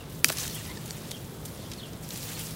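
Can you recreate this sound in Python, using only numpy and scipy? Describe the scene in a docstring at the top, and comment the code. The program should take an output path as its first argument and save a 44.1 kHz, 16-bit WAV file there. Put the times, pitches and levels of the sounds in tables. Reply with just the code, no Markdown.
"""A bamboo shoot, bent by hand, snaps close to the microphone in a quiet grove.
The break rings the hollow stalk, which recoils with a knock as its last fibres tear, then slip and
squeak. The shoot drags through dry leaves, ticks against twigs and brushes the leaves again.
Out among the stems a small bird repeats a falling chirp; far off lie a low rumble and hum."""
import sys
import numpy as np
from scipy import signal
from scipy.fft import rfft, irfft
from scipy.io import wavfile

SR = 44100
rng = np.random.default_rng(int(sys.argv[2]) if len(sys.argv) > 2 else 0)


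def output_pcm(signal):
    """Save a mono or channel-first signal as 16-bit PCM at the path in sys.argv[1].

    Samples are clipped to [-1, 1] before scaling.
    """
    pcm = np.clip(np.atleast_2d(signal).T, -1, 1) * 32767
    wavfile.write(sys.argv[1], SR, np.round(pcm).astype(np.int16))


N = 112454
T = np.arange(N) / SR
BIN_HZ = np.arange(N // 2 + 1) * SR / N


def from_db(db):
    """Decibels to gain."""
    return 10 ** (np.asarray(db) / 20)


def rms_one(x):
    """Scale to unit rms."""
    return x / np.sqrt(np.mean(x ** 2) + 1e-20)


def at_hz(points, hz):
    """Read a spectrum on a log-frequency axis."""
    points_hz, db = np.transpose(points)
    return np.interp(np.log(hz + 1e-9), np.log(points_hz), db)


def drift(rate_hz):
    """Glide between random values, rate_hz of them a second."""
    return np.interp(T * rate_hz, np.arange(8000), rng.standard_normal(8000))


def band(x, low_hz, high_hz, order=2):
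    """Butterworth band-pass."""
    sos = signal.butter(order, [low_hz, min(high_hz, .47 * SR)], "band", fs=SR, output="sos")
    return signal.sosfilt(sos, x + 1e-18)


def dying(t, t60_s):
    """Exponential decay from t = 0."""
    return (t >= 0) * np.exp(-np.log(1000) * np.maximum(t, 0) / t60_s)


def grove_echo(x, t60_s):
    """Stems and ground scatter dense, quickly dying reflections back to the microphone."""
    tail = band(rng.standard_normal(N) * dying(T - .002, t60_s), 2560, 12500, order=1)
    return signal.fftconvolve(x, tail / np.sqrt(np.sum(tail ** 2)))[:N]


# Spectrum of the far rumble and open air: frequency_hz, density_db
RUMBLE_SPECTRUM = [(20, -22), (32, -25), (50, -1), (80, -4), (125, 1.5), (175, -1.5), (240, -6.5),
                   (450, -9), (800, -17.5), (1500, -22), (2500, -29.5), (3500, -25), (6000, -37),
                   (15000, -35.5)]

def rumble():
    """Steady low noise from far beyond the grove."""
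    spectrum = rfft(rng.standard_normal(N)) * from_db(at_hz(RUMBLE_SPECTRUM, BIN_HZ))
    return from_db(-41.5) * rms_one(irfft(spectrum, N))


# Tones of the distant hum: pitch_hz, relative_db
HUM_TONES = [(80.5, -13), (108.5, -5.5), (157.7, -0.5), (211.5, -10.5)]
# Its swell and fade at the microphone: time_s, level_db
HUM_SWELL = [(0, -49.5), (.62, -45.5), (.85, -47.5), (1.22, -54), (1.38, -45.5), (1.6, -46.5), (1.8, -57),
             (2.05, -49), (2.55, -45)]

def hum():
    """A few low, distant tones, each wandering slightly in pitch."""
    tones = 0
    for pitch_hz, db in HUM_TONES:
        phase = 2 * np.pi * np.cumsum(pitch_hz + .45 * drift(9.73)) / SR
        tones += from_db(db) * rms_one(np.sin(phase))
    return from_db(np.interp(T, *np.transpose(HUM_SWELL))) * tones


# Calls from among the stems: start_s, level_db, opening_note_db, closing_note_db
BIRD_CALLS = [(-.072, -42, 0, 0.5), (.499, -43, 0, 6), (1.087, -42.5, -15, -2), (1.606, -54, 4, -6),
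              (1.773, -43, -0.5, 0), (2.344, -45.5, 2.5, 1)]
# The quick notes of one call: offset_s, length_s, from_hz, to_hz, relative_db
CALL_NOTES = [(0, 0.029, 4440, 4200, -2), (.021, 0.019, 3800, 3330, 0.5), (.04, .016, 3060, 3040, -2),
              (.054, 0.016, 3300, 3200, 3.5), (.066, 0.028, 3017, 2675, -6)]

def bird():
    """A husky whistle steps downward and is blurred on its way through the grove."""
    calls, wobble = 0, 1 + .0376 * drift(900)
    for start_s, call_db, opening_db, closing_db in BIRD_CALLS:
        for k, (offset_s, length_s, from_hz, to_hz, note_db) in enumerate(CALL_NOTES):
            progress = np.clip((T - start_s - offset_s) / length_s, 0, 1)
            pitch_hz = (from_hz + (to_hz - from_hz) * progress) * wobble
            phase = 2 * np.pi * np.cumsum(pitch_hz) / SR
            accent_db = opening_db * (k == 0) + closing_db * (k == len(CALL_NOTES) - 1)
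            calls += from_db(call_db + note_db + accent_db) * np.sin(np.pi * progress) * np.sin(phase)
    return calls + from_db(-5.5) * grove_echo(calls, t60_s=.17)


# Leaves dragged along by the shoot, close by: time_s, level_db, tilt_db_per_octave
LEAF_DRAG = [(0, -51.5, 4), (.075, -57.5, -4), (.1, -49.5, 3.5), (.195, -50, 6), (.235, -57, 2),
             (0.249, -30, 7.5), (.275, -37, 3.5), (.33, -38, 4.5), (.358, -41, -0.5), (.39, -35, 1.5),
             (.435, -34.5, 1.5), (.465, -38, 2), (.5, -40.5, 1.5), (0.602, -42.5, 1.5), (.71, -44, -0.5),
             (.76, -47.5, 1), (.84, -46.5, 0.5), (.88, -45.5, 1), (1.07, -47, 0.5), (1.159, -50.5, 1),
             (1.43, -52, 3.5), (1.49, -48, 2), (1.68, -50, 1), (1.76, -50.5, 0), (2.02, -53, 2.5),
             (2.035, -45, 1.5), (2.1, -46.5, 4), (2.125, -38, 2), (2.2, -41, 2.5), (2.3, -38.5, 0.5),
             (2.35, -41, 1.5), (2.405, -38.5, 1.5), (2.44, -39.5, 3), (2.55, -44.5, 2)]
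# Colour of the dry leaves: frequency_hz, density_db
LEAF_SPECTRUM = [(300, -9.5), (800, 0), (1400, -1.5), (2200, 0.5), (3200, 1), (4800, 0.5), (7000, -1.5),
                 (9500, -3), (12500, -4), (16000, -7)]

def leaves(catches_per_s=5000):
    """Dry blades catch and slide: dense uneven grains over a soft friction hiss."""
    times_s, levels_db, tilts = np.transpose(LEAF_DRAG)
    level_db, tilt = np.interp(T, times_s, levels_db), np.interp(T, times_s, tilts)
    catching = rng.random(N) < catches_per_s / SR
    catches = catching * from_db(1.5 * np.minimum(rng.exponential(1, N), 5))
    rustle, edges_hz = 0, np.geomspace(300, 17000, 13)
    for low_hz, high_hz in zip(edges_hz, edges_hz[1:]):
        centre_hz = np.sqrt(low_hz * high_hz)
        grains, hiss = rng.standard_normal((2, N))
        colour_db = at_hz(LEAF_SPECTRUM, centre_hz) + tilt * np.log2(centre_hz / 7000) + 2.1 * drift(70)
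        strength = rms_one(catches * from_db(2.8 * drift(500)))  # each catch favours its own bands
        rustle += from_db(colour_db) * band(strength * grains + .8 * hiss, low_hz, high_hz)
    return from_db(level_db + .42 * drift(60)) * rms_one(rustle)


def bending_waves(x, lag_scale_s):
    """Bending waves travel along the stalk: the lower, the later."""
    lag_cycles = lag_scale_s * (2 * np.sqrt(1000 * BIN_HZ) - BIN_HZ / 4)
    return irfft(rfft(x) * np.exp(-2j * np.pi * lag_cycles), N)


def unit_burst(x, length_s=.002):
    """Scale a burst to the energy of a unit-rms sound lasting length_s."""
    return x / np.sqrt(np.sum(x ** 2) / (length_s * SR))


# Resonances of the hollow stalk: pitch_hz, width_hz, relative_db
STALK_MODES = [(746, 120, -10), (1370, 190, -7.5), (1850, 400, -2), (2450, 360, 4.5), (3100, 140, -4),
               (3850, 210, -6), (4880, 510, 3), (5800, 290, 0.5), (6690, 110, -2), (7200, 98, -9),
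               (7810, 250, -7), (8550, 250, -2.5), (9020, 280, -2), (9900, 460, 0.5), (10530, 430, -2.5),
               (11570, 180, -4), (12800, 310, -7), (14800, 440, -21)]

def snap(start_s=.2445):
    """One sudden release close to the microphone rings the stalk amid splinters."""
    release = bending_waves(1.0 * (T == 0), lag_scale_s=.00161) * (T < .1)
    ring = 0
    for pitch_hz, width_hz, db in STALK_MODES:
        radius = np.exp(-np.pi * width_hz / SR)
        feed = np.array([1, 0, -1]) * (1 - radius ** 2) / 2
        feedback = [1, -2 * radius * np.cos(2 * np.pi * pitch_hz / SR), radius ** 2]
        ring += from_db(db) * signal.lfilter(feed, feedback, release)
    radiated = band(ring, 1130, 13300)  # the band a thin stalk radiates well
    splinters = band(rng.standard_normal(N) * dying(T, t60_s=.0052), 2900, 12000)
    crack = from_db(-7) * (unit_burst(radiated) + from_db(-10) * unit_burst(splinters))
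    return np.pad(crack, (int(start_s * SR), 0))[:N]


# Hollow knocks just after the break: start_s, level_db, opening_pitch_hz, t60_s
RECOIL_KNOCKS = [(0.2474, -29, 396, 0.14), (0.2883, -33.5, 406, 0.053)]

def recoil(pitch_halving_s=.0173, attack_s=.0054):
    """The stalk springs back; each knock sinks in pitch as the slower, lower bending waves arrive."""
    knocks = 0
    for start_s, db, opening_hz, t60_s in RECOIL_KNOCKS:
        age_s = np.maximum(T - start_s, 0)
        phase = 2 * np.pi * opening_hz * pitch_halving_s * np.log(1 + age_s / pitch_halving_s)
        envelope = np.minimum(age_s / attack_s, 1) * dying(age_s, t60_s)
        knocks += from_db(db) * np.sin(phase) * envelope
    return knocks


def fractures(rows):
    """Each tear or crack is a dying run of tiny, uneven fractures with a colour of its own."""
    out, age_s = np.zeros(2 * N), T[:4096]
    for start_s, db, centre_hz, octaves, t60_s in rows:
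        sign, size = rng.standard_normal((2, len(age_s)))
        envelope = dying(age_s, t60_s)
        grains = np.sign(sign) * from_db(1.5 * size) * envelope
        edge_ratio = 2 ** (octaves / 2)
        burst = band(grains, centre_hz / edge_ratio, centre_hz * edge_ratio, order=1)
        burst *= np.sqrt(np.sum(envelope ** 2) / np.sum(burst ** 2))
        start = int(start_s * SR)
        out[start:start + len(burst)] += from_db(db) * burst
    return band(out[:N], 220, 13600, order=1)


# Fibres giving way at the break: start_s, level_db, centre_hz, width_octaves, t60_s
FIBRE_TEARS = [(.257, -29, 7960, 0.77, 0.018), (.2826, -23, 8500, 1.3, 0.0045),
               (.2853, -13.5, 10500, 0.82, 0.0037), (.2888, -22, 7600, 1.4, .008),
               (.2891, -20.5, 2650, 1.7, 0.0086), (.2968, -23, 2560, 2.1, 0.015),
               (.3, -18.5, 6500, 2.4, 0.0074), (.3004, -20.5, 1390, 2.3, 0.013),
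               (.2985, -30.5, 514, 0.99, 0.056), (.3193, -24, 7000, 2.2, 0.0091),
               (.3203, -36, 2000, 1.3, 0.065), (.3238, -25, 9550, 1.9, 0.023)]

def tears():
    """The last fibres part, each tear smeared by its travel along the stalk."""
    return bending_waves(fractures(FIBRE_TEARS), lag_scale_s=.00198)


# Twigs and leaves near the microphone: start_s, level_db, centre_hz, width_octaves, t60_s
TWIG_CRACKS = [(.3714, -23, 5300, 0.58, 0.0055), (.3838, -25.5, 5400, 0.47, 0.016),
               (.386, -27, 2600, 3.2, 0.013), (.395, -33.5, 6240, 0.42, 0.23),
               (.405, -33, 6500, 0.43, 0.014), (.436, -29, 4700, 1.1, .012), (.453, -31, 2260, 1.1, .014),
               (.479, -23.5, 6100, 1.2, 0.0047), (.481, -29, 7000, 1.2, 0.011),
               (.4975, -36, 4500, 1.3, 0.038), (.5464, -32, 12600, 0.45, 0.04),
               (.555, -33.5, 11500, 0.63, 0.028), (.773, -34.5, 4840, 0.37, 0.011),
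               (.858, -36.5, 8000, 2, .039), (.878, -37.5, 8500, 1, 0.023),
               (.9077, -21.5, 5100, 0.51, 0.0052), (1.11, -32.5, 7500, 1.5, 0.052),
               (1.1155, -22.5, 5270, 2.1, 0.0052), (1.4523, -35.5, 10500, 1.7, 0.066),
               (1.4557, -34.5, 10400, 2.9, 0.069), (1.716, -34.5, 3780, 1.6, 0.041),
               (1.735, -33.5, 5300, 0.68, .02), (1.933, -40.5, 4460, 1.8, 0.017),
               (2.09, -24.5, 8000, 2.4, .003), (2.1062, -30, 4660, 0.53, 0.019),
               (2.1595, -32, 2700, 2.4, .014), (2.1753, -23, 10000, 1.4, .0025),
               (2.231, -30, 4700, 2.1, 0.0084), (2.332, -32, 3930, 5.5, .016),
               (2.393, -31, 11000, 1.2, .047), (2.4125, -37, 7300, .4, .016),
               (2.468, -33.5, 6420, 0.58, 0.013), (2.509, -34, 9450, 2.9, .014)]

def twigs():
    """Twigs and dry leaves tick and crack as the shoot drags past."""
    return fractures(TWIG_CRACKS)


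# Torn fibres slipping, close by: start_s, length_s, slip_rate_hz, level_db
FIBRE_SQUEAKS = [(0.485, 0.018, 900, -49), (0.551, 0.028, 947, -51), (0.595, 0.027, 914, -50),
                 (0.679, 0.051, 1016, -45.5), (0.769, 0.013, 910, -43.5)]

def squeaks(harmonics_db=(-1.5, 2.5, -10), rise_share=.076):
    """Fast stick and slip of the torn fibres gives short, rough, rising tones."""
    out, wobble = 0, 1 + .045 * drift(600)
    for start_s, length_s, slip_hz, db in FIBRE_SQUEAKS:
        progress = np.clip((T - start_s) / length_s, 0, 1)
        pitch_hz = slip_hz * wobble * (1 + rise_share * (progress - .5))
        phase = 2 * np.pi * np.cumsum(pitch_hz) / SR
        tone = sum(gain * np.sin(k * phase) for k, gain in enumerate(from_db(harmonics_db), 1))
        out += from_db(db) * np.sin(np.pi * progress) * tone
    return out


def scene():
    """One microphone, close to the shoot, with the grove all around."""
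    shoot = snap() + recoil() + tears() + twigs()
    echo = from_db(-23.5) * grove_echo(shoot, t60_s=.11)
    return (shoot + echo + leaves() + squeaks() + bird() + rumble() + hum())[None]


def record(dry):
    """At this distance the snap just overloads; the top is cut at 15.75 kHz."""
    low_pass = signal.ellip(10, .2, 70, 15750, fs=SR, output="sos")
    return signal.sosfilt(low_pass, np.clip(dry, -.95, .95))


dry = scene()
out = record(dry)
output_pcm(out)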